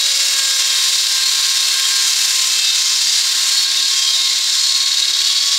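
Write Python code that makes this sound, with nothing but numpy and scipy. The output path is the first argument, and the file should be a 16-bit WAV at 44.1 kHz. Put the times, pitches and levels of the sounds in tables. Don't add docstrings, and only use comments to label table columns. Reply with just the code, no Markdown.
import sys
import numpy as np
from scipy import signal
from scipy.fft import rfft, irfft, next_fast_len
from scipy.io import wavfile
from scipy.ndimage import uniform_filter1d, map_coordinates

SR = 44100
rng = np.random.default_rng(int(sys.argv[2]) if len(sys.argv) > 2 else 0)


def unload_audio(sound):
    columns = np.transpose(np.atleast_2d(sound))
    steps = np.round(np.clip(columns, -1, 1) * 32767)
    wavfile.write(sys.argv[1], SR, steps.astype(np.int16))


N = 246078
TIME = np.arange(N) / SR
TEETH = 30

# t/s, f/Hz
TOOTH_RATE = [(0, 550.5), (.15, 549.3), (.55, 537), (1.1, 530.7), (1.45, 534.2), (1.95, 535.2),
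              (2.35, 527.2), (2.8, 527.9), (3.4, 535.6), (3.6, 539.4), (3.85, 539.5), (4.05, 536.5),
              (4.5, 534.4), (5.15, 546.7), (5.35, 553), (5.58, 555.5)]
# angle/turns, level running true/dB, relative flutter weight
RIM_BITE = [(0, .2, 1), (.13, .3, -1.8), (.22, 1.8, .3), (.3, .3, -2), (.42, -1.3, -3.8), (.54, -1.3, -2.8),
            (.64, -.1, 0), (.745, .7, 3.3), (.84, -.3, -2.2), (.94, .4, 1.8)]
# f/Hz, level/dB
TEARING_EQ = [(600, -43), (950, -21.5), (1300, -18), (1700, -13.5), (2600, -10), (3200, -0.5), (3800, 11.5),
              (5000, 10.5), (5800, 9), (6350, 9), (7300, 11.5), (8300, 5.5), (10300, -6.5), (15500, -15.5)]
# t/s, relative level/dB
SAWDUST_LOAD = [(0.08, -29.5), (0.26, -27.5), (0.7, -29), (0.73, -27), (1.15, -28.5), (2.31, -27),
                (2.68, -30.5), (3.54, -28.5), (3.67, -31.5), (5.38, -33), (5.5, -32.5)]
# t/s, half length/s, f/Hz, relative level/dB
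BAND_RIDES = [(.2, .12, 6900, 2.3), (.47, .13, 7250, 2.5), (.63, 0.056, 5400, 1.5),
              (0.903, 0.096, 3700, 2.5), (1.003, 0.1, 1900, -2.5), (2.07, 0.17, 5270, 3),
              (2.425, 0.15, 6400, 3.5), (2.873, 0.13, 5200, 4.8), (3.13, .1, 5200, 2.8),
              (3.48, .08, 7800, 2.5), (3.66, .1, 5700, 0), (3.99, .11, 5600, 3.5), (4.62, 0.25, 7760, 3.2),
              (4.975, .17, 5140, -0.5), (5.5, 0.1, 4900, 4)]
# f/Hz, width/Hz, boost/dB
PLATE_MODES = [(5830, 200, 1.5), (6850, 150, 1.5), (7125, 170, 4), (7480, 200, 2), (8400, 200, 2),
               (12200, 500, 2.4)]
# peak t/s, half length/s, harmonic number, relative level/dB
SQUEAL_CUES = [(0, 0.08, 7, -25), (.15, .14, 9, -28.5), (0.246, 0.36, 4, -44), (.46, 0.16, 3, -35.5),
               (0.703, 0.38, 7, -34.5), (1.17, .08, 3, -40), (1.26, 0.05, 8, -24), (1.42, .1, 9, -34),
               (1.506, 0.12, 7, -33), (1.48, .06, 8, -31), (1.7, 0.073, 8, -28), (1.98, .09, 8, -30),
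               (1.86, 0.049, 6, -27), (1.903, .16, 3, -34), (2.29, 0.047, 7, -34), (2.37, .09, 4, -42),
               (2.65, 0.073, 5, -31.5), (2.66, .07, 9, -28), (2.7, 0.048, 7, -23), (3.15, .16, 9, -28),
               (3.595, .1, 8, -24), (3.693, .1, 7, -33), (3.72, 0.25, 3, -36.5), (3.865, 0.099, 8, -27.5),
               (4.04, .09, 6, -26.5), (4.06, .18, 9, -28), (4.198, 0.12, 7, -27.5), (4.25, .2, 4, -44),
               (4.72, 0.08, 9, -32), (4.75, 0.19, 8, -24.5), (5.047, 0.39, 7, -30.5), (5.3, .12, 7, -32),
               (5.34, 0.13, 8, -27), (5.43, .22, 6, -30.5)]
# harmonic number, relative level/dB
BUZZ_HARMONICS = [(4, -42.5), (5, -39.5), (6, -34.5), (10, -34), (11, -38)]
# t/s, relative level/dB
DRONE_FADER = [(0.0, -48), (0.09, -44.5), (2.17, -61), (2.35, -51), (3.31, -65), (4.12, -66), (4.24, -78),
               (4.51, -58.5), (5.58, -55)]
# t/s, depth/dB
WHINE_DIPS = [(.05, 6), (.26, 7), (1.05, 2.5), (2.17, 6), (2.66, 14), (3.12, 9), (3.6, 7), (4.4, 4.5),
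              (5.05, 8)]
# f/Hz, level/dB
MILL_EQ = [(20, -16), (60, -13), (130, -9.5), (220, -10), (300, -3), (380, 0), (480, -3.5), (600, -8),
           (720, 0), (900, -0.5), (1400, -43), (3000, -38)]
HUM_PITCHES = [344, 666]
# t/s, relative level/dB
LOW_HUM_FADER = [(0.0, -72), (0.06, -62), (2.08, -56), (2.7, -76), (4.04, -49.5), (4.4, -64), (5.19, -50.5),
                 (5.52, -64), (5.58, -64)]


def cut(turns, true_db, flutter_db, tooth_depth=0.1, grit_db=0.79):
    pulses = 1 + tooth_depth * np.cos(2 * np.pi * TEETH * turns)
    bursts = pulses * gain_of(true_db + grit_db * wander(rate_hz=27.4))
    noise = plate(equalise(turning_noise(turns, memory=0.37) * bursts, TEARING_EQ))
    crunch, rest = split(noise, hz=2900)
    rasp, rest = split(rest, hz=4600)
    hiss, rest = split(rest, hz=6400)
    fizz, dust = split(rest, hz=9000)
    load, hiss_ride = load_db(), band_ride_db(hz=5160)
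    crunch_db = -29 + band_ride_db(hz=2000) + 0.58 * load
    rasp_db = -22 + band_ride_db(hz=3620) - 0.32 * load - 0.62 * np.maximum(hiss_ride, 0)
    hiss_db = -24 + hiss_ride + 0.15 * load
    fizz_db = -28 + band_ride_db(hz=8000) + 0.58 * load
    dust_db = -31.5 + 0.99 * load
    return (unit_rms(crunch * gain_of(0.07 * flutter_db)) * gain_of(crunch_db)
            + unit_rms(rasp * gain_of(0.4 * flutter_db)) * gain_of(rasp_db)
            + unit_rms(hiss * gain_of(0.19 * flutter_db)) * gain_of(hiss_db)
            + unit_rms(fizz) * gain_of(fizz_db)
            + unit_rms(dust) * gain_of(dust_db))


def turning_noise(turns, memory, points_per_turn=2600):
    fresh = rng.standard_normal((128, points_per_turn))
    laps = signal.lfilter([1], [1, -memory], fresh, axis=0)
    return unit_rms(map_coordinates(laps.ravel(), [(turns + 10) * points_per_turn], order=3))


def plate(x):
    return x + sum((gain_of(db) - 1) * signal.lfilter(*signal.iirpeak(hz, hz / width, SR), x)
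                   for hz, width, db in PLATE_MODES)


def load_db():
    level = automation(SAWDUST_LOAD)
    return level - level.mean()


def band_ride_db(hz, half_width_octaves=0.54):
    return sum(db * swell(t, half_s) * np.exp(-(np.log2(hz / centre) / half_width_octaves) ** 2)
               for t, half_s, centre, db in BAND_RIDES)


def tooth_harmonic(teeth, number):
    errors = uniform_filter1d(rng.standard_normal((2, TEETH)), size=3, axis=1, mode="wrap")
    spacing, height = (np.interp(teeth, np.arange(TEETH), unit_rms(e - e.mean()), period=TEETH)
                       for e in errors)
    phase = 0.25 * spacing + 0.045 * number * wander(rate_hz=35) + wander(rate_hz=5)
    strength = unit_rms(1 + 0.22 * height + 0.2 * wander(rate_hz=45))
    return np.sqrt(2) * strength * np.cos(2 * np.pi * (number * teeth + rng.random()) + phase)


def scream(harmonics, centre_hz=4150, half_width_hz=750):
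    rate = automation(TOOTH_RATE)
    numbers = (7, 8, 9)
    weights = np.array([1 / (1 + ((k * rate - centre_hz) / half_width_hz) ** 2) for k in numbers])
    weights /= np.linalg.norm(weights, axis=0)
    stack = sum(weight * harmonics[k] for k, weight in zip(numbers, weights))
    return stack * gain_of(-25.5 - 2 * band_ride_db(hz=5000))


def squeals(harmonics):
    return sum(gain_of(db) * swell(t, half_s) * harmonics[round(k)] for t, half_s, k, db in SQUEAL_CUES)


def buzz(harmonics):
    strikes = sum(gain_of(db + 2.2 * wander(rate_hz=4)) * harmonics[round(k)]
                  for k, db in BUZZ_HARMONICS)
    return strikes * gain_of(0.76 + 0.5 * load_db())


def air_tones(teeth):
    dips_db = sum(db * swell(t, half_s=0.1) for t, db in WHINE_DIPS)
    whine_db = -40 + 1.3 * wander(rate_hz=3.7) - dips_db
    third_db = -42 + 1.9 * load_db() - 3.6 * band_ride_db(hz=5040) + 1.3 * wander(rate_hz=4.4)
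    drone = gain_of(automation(DRONE_FADER) - 1) * rough_tone(teeth, rough=0.035, width_hz=18)
    whine = gain_of(whine_db) * rough_tone(2 * teeth, rough=0.075, width_hz=25)
    return drone + whine + gain_of(third_db) * tooth_harmonic(teeth, 3)


def mill(turns):
    rumble, clatter = split(equalise(turning_noise(turns, memory=0.45), MILL_EQ), hz=229)
    hum_levels_db = automation(LOW_HUM_FADER) - 1, -62 + 1.24 * TIME
    hums = sum(gain_of(db) * rough_tone(hz * TIME, rough=0.86, width_hz=9)
               for hz, db in zip(HUM_PITCHES, hum_levels_db))
    return gain_of(-68) * unit_rms(rumble) + gain_of(-50.5 + 0.6 * load_db()) * unit_rms(clatter) + hums


def rough_tone(cycles, rough, width_hz):
    scatter = (wander(width_hz) + 1j * wander(width_hz)) * np.sqrt(rough)
    carrier = np.exp(2j * np.pi * (cycles + rng.random()))
    return ((np.sqrt(2 * (1 - rough)) + scatter) * carrier).real


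def wander(rate_hz, points=4096):
    f = np.fft.rfftfreq(points, N / SR / points)
    slow = irfft(rfft(rng.standard_normal(points)) / np.sqrt(1 + (f / rate_hz) ** 4))
    return unit_rms(np.interp(np.arange(N), np.linspace(0, N, points), slow))


def swell(peak_s, half_s):
    return np.exp(-((TIME - peak_s) / half_s) ** 2)


def automation(points):
    return np.interp(TIME, *np.transpose(points))


def equalise(x, points):
    hz, db = np.transpose(points)
    size = next_fast_len(N)
    f = np.fft.rfftfreq(size, 1 / SR)
    curve_db = np.interp(np.log(f + 1), np.log(hz), db)
    return irfft(rfft(x, size) * gain_of(curve_db), size)[:N]


def split(x, hz):
    lowpass = signal.butter(6, hz, fs=SR, output="sos")
    low = signal.sosfiltfilt(lowpass, x, padtype="even", padlen=4000)
    return low, x - low


def gain_of(db):
    return 10 ** (np.asarray(db) / 20)


def unit_rms(x):
    return x / np.sqrt(np.mean(x ** 2) + 1e-20)


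def scene():
    teeth = np.cumsum(automation(TOOTH_RATE)) / SR
    turns = teeth / TEETH
    angle, rim_db, flutter_weight = np.transpose(RIM_BITE)
    true_db = np.interp(turns, angle, rim_db, period=1)
    flutter_depth = 0.033 + 0.021 * TIME + 0.62 * swell(peak_s=5.05, half_s=0.31)
    flutter_db = np.interp(turns, angle, flutter_weight, period=1) * flutter_depth
    harmonics = {k: tooth_harmonic(teeth, k) for k in range(3, 13)}
    ringing = (scream(harmonics) + squeals(harmonics)) * gain_of(4.6 * flutter_db) + buzz(harmonics)
    mono = cut(turns, true_db, flutter_db) + ringing * gain_of(true_db) + air_tones(teeth) + mill(turns)
    return np.array([mono, mono])


def record(dry, threshold_db=-13.1, cutoff_hz=15780):
    power_db = 10 * np.log10(abs(uniform_filter1d((dry ** 2).mean(0), size=250)) + 1e-12)
    over_db = uniform_filter1d(np.maximum(power_db - threshold_db, 0), size=150)
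    held = dry * gain_of(-0.55 * over_db)
    taps = signal.firwin(801, cutoff_hz, window=("kaiser", 9), fs=SR)
    return signal.oaconvolve(held, taps[None], "same")


dry = scene()
out = record(dry)
unload_audio(out)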